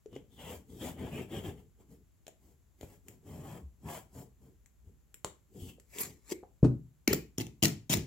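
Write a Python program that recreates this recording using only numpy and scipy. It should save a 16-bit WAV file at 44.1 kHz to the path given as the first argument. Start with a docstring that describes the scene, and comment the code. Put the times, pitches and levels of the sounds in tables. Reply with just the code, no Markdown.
"""A small room, two microphones close to a towel-covered table: a hand holds a large shell there
while a knife is worked into its seam. The blade rasps and clicks in slow pushes and slides out;
the shell is set down with a thud, then four quick strokes chip its crumbly edge. Friction is coloured noise
made of random slips, fractures are tiny noise bursts, knocks and table are decaying sines; the room answers."""
import sys
import numpy as np
from scipy import signal
from scipy.fft import rfft, irfft, next_fast_len
from scipy.io import wavfile
from scipy.ndimage import map_coordinates

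SR = 44100
rng = np.random.default_rng(int(sys.argv[2]) if len(sys.argv) > 2 else 0)


def persist_wave(psi):
    """Save psi, clipped to +-1, as 16-bit WAV."""
    counts = np.round(np.clip(psi, -1, 1) * 32767).astype(np.int16)
    wavfile.write(sys.argv[1], SR, np.atleast_2d(counts).T)


N = 355446  # samples

TOP_HZ = 15900  # upper band limit


def amp(db):
    """Decibels to gain."""
    return 10 ** (np.asarray(db) / 20)


def unit(x):
    """Scale to rms 1."""
    return x / np.sqrt(np.mean(x ** 2) + 1e-20)


def along(points, hz):
    """Read a curve of (frequency [Hz], value) points on a log frequency axis."""
    f, v = np.transpose(points)
    return np.interp(np.log(hz + 1), np.log(f + 1), v)


def wobble(rate):
    """A smooth random curve, rate knots a second."""
    knots = rng.standard_normal(int(N * rate / SR) + 4)
    return map_coordinates(knots, [np.arange(N) * rate / SR])


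def add(track, s, sound):
    """Mix a sound into a track at time s."""
    part = track[round(s * SR):][:len(sound)]
    part += sound[:len(part)]


def colour(x, spectrum, size=8192):
    """Causal minimum-phase filter of energy 1, shaped like the given spectrum."""
    hz = np.fft.rfftfreq(size, 1 / SR)
    gain = amp(along(spectrum, hz))
    # folding the cepstrum puts all of the response after the blow
    cepstrum = irfft(np.log(np.maximum(gain, 1e-6)))
    cepstrum[1:size // 2] *= 2
    cepstrum[size // 2 + 1:] = 0
    response = irfft(np.exp(rfft(cepstrum)))
    return signal.oaconvolve(x, response / np.linalg.norm(response))[:N]


def slips(rate, spread_db):
    """Friction as tiny slips of uneven size at random times, rate a second, rms 1."""
    happens = rng.random(N) < rate / SR
    sizes = rng.standard_normal(N) * amp(spread_db * rng.standard_normal(N))
    return unit(happens * sizes)


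def snap(t60):
    """The noise burst of one brittle fracture: it builds at once and dies away."""
    t = np.arange(SR // 20) / SR
    fade = amp(-60 * t / t60) * np.sqrt(t)
    fade /= fade.max()
    burst = unit(rng.standard_normal(len(t)) * fade)
    return burst * np.sqrt(np.mean(fade ** 2))


def narrow(hz, width_hz):
    """A fuzzy line, a slowly drifting phasor that follows a pitch given for each sample, rms 1."""
    lowpass = signal.butter(2, width_hz / 2, fs=SR, output="sos")
    drift = signal.sosfilt(lowpass, rng.standard_normal((2, len(hz))))
    carrier = np.exp(2j * np.pi * np.cumsum(hz) / SR)
    return unit(np.real((drift[0] + 1j * drift[1]) * carrier))


def sing(chatter, hz, ring_db, width_hz):
    """Blend broad chatter with a narrow rasp around the contact resonance, about rms 1."""
    ring = amp(ring_db) * narrow(hz * np.ones(N), width_hz)
    return (unit(chatter) + ring) / np.hypot(1, amp(ring_db))


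def swell(track_db, starts, lengths, rise_s, fall_s):
    """Gain of a row of pushes: each rises, holds in a low arch and falls; rise and fall times span 20 dB."""
    arch_db = 2.5  # a push is this much stronger in its middle than at its ends
    power = np.zeros(N)
    for s, length, db in zip(starts, lengths, track_db):
        first = max(s - .15, 0)  # leaves time for the rise
        t = np.arange(SR // 2) / SR + first - s
        arch = arch_db * np.sin(np.pi * np.clip(t / length, 0, 1))
        slopes = 20 * (np.minimum(t, 0) / rise_s - np.maximum(t - length, 0) / fall_s)
        add(power, first, amp(db - arch_db + arch + slopes) ** 2)
    return np.sqrt(power)


def soften(x):
    """Take the top treble off a light contact."""
    soft_hz = 7400  # low-pass corner
    return signal.sosfilt(signal.butter(4, min(soft_hz, TOP_HZ), fs=SR, output="sos"), x)


def contacts(rows):
    """Each contact gives a sharp tick, a tiny burst of fractures, and knocks the shell's body."""
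    # bright tick: (frequency [Hz], relative level [dB])
    tick_colour = [(500, -31), (1500, -10.5), (2200, -6), (3100, -5), (4800, -13.5), (6300, -9),
                   (7350, 1.5), (8600, -11.5), (13500, -9), (15500, -13.5)]
    # a knock through the shell's body: (frequency [Hz], relative level [dB])
    body_colour = [(60, 6.5), (150, 4.5), (250, 1.5), (400, 12.5), (700, -1), (1200, -13.5), (1800, -20.5),
                   (4000, -40.5), (9000, -63.5)]
    tip, body = np.zeros((2, N))
    for s, db, body_db in rows:
        burst = snap(t60=0.0023)
        add(tip, s, amp(db) * burst / np.linalg.norm(burst))
        add(body, s, amp([body_db]))  # one-sample blow
    return colour(tip, tick_colour) + colour(body, body_colour)


def room(x, wet_db, near_db, left_db, stir=25, lead=1.25, near_t60=0.036, apart_hz=600, count=4):
    """Direct sound, scatter from table and hands, and the room's tail, at two close microphones.

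    wet_db and near_db set tail and scatter against the direct sound; left_db is left over right;
    stir is path changes [knots/s]; lead is how far the left is ahead [samples]; count is the paths."""
    # the room's decay: (frequency [Hz], t60 [s])
    room_decay = [(100, 0.39), (400, 0.27), (2500, 0.28), (7000, 0.25), (15000, 0.2)]
    noise = rng.standard_normal((2, count, 2, SR // 2))
    hz, t, z = signal.stft(noise, SR, nperseg=512)
    hz = hz[:, None]
    # long waves bend round small things and reach both microphones alike
    short = hz / np.hypot(hz, apart_hz)
    mid = z[0] * np.cos(np.pi / 4 * short)
    side = z[1] * np.sin(np.pi / 4 * short)
    fades = np.array([amp(-60 * t / along(room_decay, hz)), short * np.ones_like(t)])  # tail, scatter
    echoes = signal.istft(np.array([mid + side, mid - side]) * fades, SR, nperseg=512)[1]
    echoes[:, :, 1] *= amp(-60 * np.arange(echoes.shape[-1]) / SR / near_t60)
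    echoes /= np.linalg.norm(echoes, axis=-1, keepdims=True)
    tail = amp(wet_db) * np.roll(echoes[:, :, 0], SR // 200, axis=-1)  # 5 ms late
    scatter = amp(near_db) * np.roll(echoes[:, :, 1], SR // 3000, axis=-1)  # a third of a ms late
    # the contact point moves, so the sound keeps leaving by other paths
    shares = np.array([wobble(stir) for _ in range(count)])
    shares /= np.linalg.norm(shares, axis=0)
    reflected = signal.fftconvolve((x * shares)[None], tail + scatter, axes=-1).sum(axis=1)[:, :N]
    taps = np.arange(-8, 9)  # fractional delay, in samples
    direct = np.array([np.convolve(x, np.sinc(taps + shift) * np.hanning(len(taps)), "same")
                       for shift in (lead / 2, -lead / 2)])
    total = np.sqrt(1 + amp(wet_db) ** 2 + amp(near_db) ** 2)
    return (direct + reflected) / total * amp([[left_db / 2], [-left_db / 2]])


def floor():
    """Low room rumble and faint microphone hiss: coloured noise, partly shared by the two microphones."""
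    # background: (frequency [Hz], relative level [dB])
    floor_colour = [(15, -36), (25, -14.5), (53, 10.5), (87, 0.5), (335, -16.5), (531, -24), (1130, -28),
                    (5280, -36.5), (7510, -26.5), (8360, -40.5), (11300, -31.5), (16000, -36.5)]
    a, b, shared = [unit(colour(rng.standard_normal(N), floor_colour)) for _ in range(3)]
    return amp(-66.5) * np.array([a, b]) + amp(-69) * shared


def landing():
    """The shell lands and rocks; the towel softens the blows, the table rings and the shell crunches faintly."""
    # blows on the table: (time [s], thud level [dB], crunch level [dB])
    blow_table = [(6.628, -12.5, -29), (6.6429, -19.5, -18.5)]
    # modes of the table with the shell on it: (frequency [Hz], relative level [dB], t60 [s])
    table_modes = [(69.9, -6, 0.25), (125.5, 5, 0.33), (153.3, 0.5, 0.39), (214.6, -14.5, 0.2),
                   (263, -6, 0.24), (351, -2, .19), (415, -4, 0.21)]
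    # crunch through the towel: (frequency [Hz], relative level [dB])
    padded_colour = [(50, -12), (160, -6.5), (350, -12), (520, -22), (1100, -38), (3000, -55),
                     (7500, -56.5), (15000, -67)]
    thud, crunch = np.zeros((2, N))
    t = np.arange(SR // 2) / SR
    soft_onset = 1 - np.exp(-t / 0.0023)
    for s, db, crunch_db in blow_table:
        # each blow excites the modes a little differently
        ring = sum(amp(level + rng.normal(0, 1) - 60 * t / t60) * np.sin(2 * np.pi * hz * t)
                   for hz, level, t60 in table_modes)
        add(thud, s, amp(db) * ring / np.abs(ring).max() * soft_onset)
        add(crunch, s, amp(crunch_db) * snap(t60=0.061))
    return room(thud + colour(crunch, padded_colour), wet_db=-7.5, near_db=-12, left_db=0.5, stir=8)


def knocks():
    """The gripped shell rings briefly as decaying sines; the deepest knocks are its rocking on the table."""
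    # hollow knocks on blade, hand and table: (time [s], level [dB], pitch [Hz], t60 [s])
    knock_table = [(.059, -33.5, 420, 0.047), (0.162, -23, 420, 0.016), (2.280, -40, 640, 0.031),
                   (2.832, -31.5, 95, .07), (3.625, -33.5, 70, .2), (3.853, -27.5, 105, 0.039),
                   (4.868, -36.5, 72, .13), (5.2461, -17, 1000, 0.0049), (5.618, -27, 72, 0.077),
                   (5.783, -43, 476, 0.02), (6.319, -18, 368, 0.035), (6.321, -31, 2140, 0.01),
                   (6.43, -27.5, 410, 0.0099), (6.435, -34.5, 765, 0.013), (6.630, 6, 186, 0.017),
                   (6.641, -11, 412, 0.02), (7.076, -17, 2250, 0.012), (7.08, -0.5, 266, 0.012),
                   (7.108, -20, 402, 0.074), (7.134, -12, 390, 0.022), (7.134, -25, 2400, 0.012),
                   (7.647, -16, 370, 0.024)]
    rings = np.zeros(N)
    t = np.arange(SR // 5) / SR
    for s, db, hz, t60 in knock_table:
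        onset = 1 - np.exp(-2 * hz * t)  # time constant of half a cycle
        add(rings, s, amp(db - 60 * t / t60) * np.sin(2 * np.pi * hz * t) * onset)
    return room(rings, left_db=0.0, near_db=-5.5, wet_db=-7)


def squeals():
    """Where the edge bites hard, the steel gives a short, very high squeal: a narrow band of noise."""
    # squeals: (start [s], length [s], level [dB], pitch [Hz], width [Hz])
    squeal_table = [(5.985, 0.017, -40, 12600, 4010), (6.003, 0.018, -32, 12510, 4000),
                    (7.133, 0.003, -26.5, 14500, 1490), (7.135, 0.0086, -46, 14600, 304)]
    track = np.zeros(N)
    for s, length, db, hz, width_hz in squeal_table:
        gate = signal.windows.tukey(round(length * SR), .2)
        add(track, s, amp(db) * gate * narrow(np.full(len(gate), hz), width_hz))
    return room(track, left_db=-0.5, near_db=0, wet_db=-8)


def clicks():
    """Bright catches of the tip and duller taps of the flat of the blade."""
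    # the blade tip catches: (time [s], tick level [dB], body level [dB])
    catch_table = [(2.267, -27, -28), (2.280, -26.5, -24.5), (2.811, -27.5, -22), (2.831, -36, -16),
                   (3.084, -21.5, -54), (4.660, -35, -54), (5.1425, -23, -38.5), (5.2457, -10.5, -42),
                   (5.2469, -25, -9), (5.799, -32.5, -36.5), (5.985, -16.5, -25), (6.034, -16.5, -36),
                   (6.322, -19.5, -33), (7.077, -9, -37)]
    # the flat of the blade feels for the seam: (time [s], tick level [dB], body level [dB])
    tap_table = [(0.06, -37.5, -55), (0.13, -40, -25), (.154, -35, -45), (0.164, -28.5, -38)]
    touches = contacts(catch_table) + soften(contacts(tap_table))
    return room(touches, left_db=1.0, near_t60=0.019, near_db=-1.5, wet_db=-5)


def slide():
    """Steel skids over the hard lip in a fine chatter that swells until the blade slips off."""
    # skids, rise and fall over 20 dB: (peak time [s], level before a 2.5 dB lift [dB], rise [s], fall [s])
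    skid_table = [(6.012, -40, 0.064, 0.092), (6.325, -41, 0.049, 0.012)]
    # chatter of the steel: (frequency [Hz], relative level [dB])
    steel_colour = [(50, -21.5), (200, -1.5), (420, 3.5), (660, -12.5), (1000, -7.5), (1500, -16),
                    (2200, -13.5), (3250, -15.5), (6000, -10), (7400, -4.5), (8800, -15), (13100, -11.5),
                    (16000, -18)]
    ring_hz, ring_db = 2160, -13  # the lip's ring, and its level over the chatter
    t = np.arange(N) / SR
    level = sum(amp(db - 20 * np.maximum((s - t) / rise, (t - s) / fall)) for s, db, rise, fall in skid_table)
    chatter = colour(slips(rate=8300, spread_db=6.0), steel_colour)
    skid = amp(2.5) * sing(chatter, ring_hz, ring_db, width_hz=510)
    return room(level * skid, left_db=0.0, near_t60=0.017, near_db=2.5, wet_db=-13.0)


def chipping():
    """In each stroke the edge crumbles in clumps and flakes snap off; every blow is passed down to the table."""
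    # quick strokes on the edge: (start [s], length [s], crumbling at mid-stroke [dB],
    # swell over the stroke [dB], ring of the edge over the crumbling [dB])
    stroke_table = [(7.075, 0.062, -47, 6.5, 4.5), (7.377, 0.041, -47.5, 11, -8.5),
                    (7.6224, 0.034, -30.5, 10.5, -10), (7.895, 0.047, -30, 8, -12)]
    # larger flakes that snap off: (time [s], crack level [dB], thump level [dB])
    flake_table = [(7.0768, -14, 3), (7.1301, -15.5, -3.5), (7.1336, -19, -13.5), (7.145, -29, -12.5),
                   (7.382, -22.5, -3), (7.401, -29, -7.5), (7.409, -33, -8), (7.467, -40.5, -18),
                   (7.6267, -16.5, 3.5), (7.633, -19, -5.5), (7.6356, -15, -1.5), (7.647, -17.5, -1),
                   (7.654, -17.5, -5.5), (7.657, -21, -4.5), (7.682, -25.5, -19), (7.898, -37, 0),
                   (7.9307, -16.5, -17), (7.937, -20, -4.5), (7.971, -28, -4.5)]
    # crumbling edge, then thump through the table: (frequency [Hz], relative level [dB])
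    flake_colour = [(300, -38), (600, -4), (1500, -9), (2300, -1), (3600, -2.5), (5500, -0.5), (7300, 1),
                    (8400, -7), (13500, -4.5), (15200, 2.5), (16500, -31.5)]
    thump_colour = [(25, -49), (60, 0.5), (150, 5.5), (280, 3), (410, -2), (540, -16), (900, -17.5),
                    (2200, -99.5)]
    crumbs_below_db, crumbs_t60 = 10.5, 0.29  # loose crumbs trail after a stroke (dB under it, s)
    edge_ring_hz = 2300
    cracks, blows, pressure, loose, ringing = np.zeros((5, N))
    for s, db, thump_db in flake_table:
        add(cracks, s, amp(db) * snap(t60=0.0026))
        add(blows, s, amp([thump_db]))
    t = np.arange(SR // 4) / SR
    for s, length, db, swell_db, ring_db in stroke_table:
        ploughing = amp(db + swell_db * (t / length - .5)) * (t < length)
        trailing = amp(db - crumbs_below_db - 60 * (t - length) / crumbs_t60) * (t >= length)
        add(pressure, s, ploughing)
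        add(loose, s, trailing)
        add(ringing, s, (ploughing + trailing) * amp(ring_db))
    clumps = unit(amp(0.83 * wobble(450)) * slips(rate=7000, spread_db=0.5))
    crumble = pressure * clumps + soften(loose * clumps)
    ring = ringing * narrow(np.full(N, edge_ring_hz), width_hz=1100)
    edge = ring + colour(cracks + crumble, flake_colour)
    crunch = room(edge, left_db=0.5, near_t60=0.012, near_db=5.0, wet_db=-4.0, stir=70)
    passed_down = colour(blows + amp(-1) * crumble, thump_colour)
    thump = room(passed_down, left_db=-0.5, near_db=-0.5, wet_db=-0.5)
    return crunch + thump


def pushes():
    """Each push drags the shell on the towel and grinds the blade in the seam, with a ring that sags."""
    # pushes of the knife: (start [s], length [s], rub of the shell on the towel [dB], rasp of the blade [dB],
    # fine grit before a 4.5 dB lift [dB], starting ring of the contact [Hz], ring over rasp [dB])
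    push_table = [(0.135, 0.039, -46, -61, -71.5, 3106, 0.5), (0.32, 0.035, -57, -69.5, -72, 3400, 4),
                  (0.395, 0.14, -47, -50, -60.5, 3078, -3), (0.476, 0.082, -46, -53, -56.5, 2290, -18),
                  (0.701, 0.16, -47, -67.5, -65, 3463, -5.5), (0.82, 0.075, -37.5, -44.5, -50.5, 3400, -14),
                  (0.985, 0.11, -39.5, -49.5, -63.5, 3080, -16), (1.129, 0.093, -37, -47, -58, 2600, -5),
                  (1.32, 0.072, -37.5, -45, -56.5, 3130, -7.5), (1.442, 0.054, -38, -48, -58, 3084, -8.5),
                  (1.578, 0.024, -50.5, -65, -71.5, 3050, -8), (1.802, 0.018, -58, -67.5, -74.5, 845, -4),
                  (1.905, 0.041, -52.5, -70.5, -71.5, 3070, -28),
                  (2.425, 0.097, -62.5, -75, -74.5, 650, -6), (2.819, 0.026, -52.5, -60, -64, 2156, -7),
                  (2.87, 0.083, -57, -65, -67.5, 2145, -19), (3.075, 0.065, -55.5, -66.5, -69.5, 694, -3),
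                  (3.269, 0.15, -45, -57, -64.5, 700, -1), (3.44, 0.137, -44.5, -51.5, -61.5, 759.3, 1.5),
                  (3.859, 0.025, -38.5, -52, -66, 801.4, 3.5),
                  (3.886, 0.093, -49.5, -44.5, -51.5, 817.6, -2.5),
                  (4.154, 0.0683, -47, -55.5, -60, 661, 4), (4.421, 0.068, -56, -72.5, -76, 788, 0),
                  (4.87, 0.018, -55, -78, -80, 722, -13), (5.549, 0.037, -45.5, -69.5, -67, 3140, -4),
                  (5.599, 0.077, -42.5, -62.5, -59.5, 3126, 6), (5.686, 0.014, -68, -54, -58.5, 2956, 9),
                  (5.939, 0.11, -58, -54, -55, 2246, 5), (6.04, 0.066, -50, -65, -79, 2190, -20)]
    # towel rub, blade rasp and fine grit: (frequency [Hz], relative level [dB])
    rub_colour = [(25, -29), (70, 1.5), (170, 1), (300, -4.5), (440, -6), (560, -27.5), (800, -28),
                  (1700, -73)]
    rasp_colour = [(250, -32), (500, 2.5), (850, -2), (1400, -14.5), (2100, -10.5), (2700, -15),
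                   (3200, -10.5), (3550, -19.5), (4000, -27), (8000, -59)]
    grit_colour = [(2350, -49), (4000, -9), (4900, -6.5), (6470, -5), (7400, 3), (8400, -3.5), (10100, -8),
                   (11300, 2), (13000, -5), (16000, 0.5)]
    sag_oct_per_s = .15  # the ring falls a little as the blade sinks deeper
    starts, lengths, rub_db, rasp_db, grit_db, ring_hz, ring_db = np.transpose(push_table)
    rub = swell(rub_db, starts, lengths, rise_s=0.043, fall_s=0.093)
    rasp = swell(rasp_db, starts, lengths, rise_s=0.036, fall_s=0.045)
    grit = swell(grit_db, starts, lengths, rise_s=0.052, fall_s=0.058)
    t = np.arange(N) / SR
    halfway = (starts[1:] + (starts + lengths)[:-1]) / 2
    now = np.searchsorted(halfway, t)  # the nearest push
    hz = ring_hz[now] * 2 ** (-sag_oct_per_s * np.clip(t - starts[now], 0, lengths[now]))
    catch = amp(0.56 * wobble(100))  # the blade catches and runs on
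    low = rub * unit(colour(slips(rate=2700, spread_db=1.0), rub_colour))
    grinding = colour(slips(rate=5000, spread_db=2.0), rasp_colour)
    middle = rasp * sing(grinding, hz, ring_db[now], width_hz=540)
    high = grit * amp(4.5) * unit(colour(slips(rate=25000, spread_db=4.0), grit_colour))
    return room(low + catch * (middle + high), wet_db=-6.5, near_db=0.0, left_db=0.5)


def scene():
    """All sources at the two microphones."""
    return floor() + landing() + knocks() + squeals() + clicks() + slide() + chipping() + pushes()


def record(dry):
    """Each microphone has its own treble; the deepest bass is shed and a steep filter sets the band limit."""
    # balance of the two microphones: (frequency [Hz], left over right [dB])
    port_balance = [(1200, 1.5), (3500, 2.5), (6000, 4.5), (7200, 5.5), (13000, -2.5)]
    size = next_fast_len(N + SR // 4)
    left_db = along(port_balance, np.fft.rfftfreq(size, 1 / SR))
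    heard = irfft(rfft(dry, size) * amp([left_db / 2, -left_db / 2]), size)[:, :N]
    lean = signal.sosfilt(signal.butter(2, 42, "highpass", fs=SR, output="sos"), heard)
    return signal.sosfilt(signal.ellip(10, .2, 80, TOP_HZ, fs=SR, output="sos"), lean)


dry = scene()
out = record(dry)
persist_wave(out)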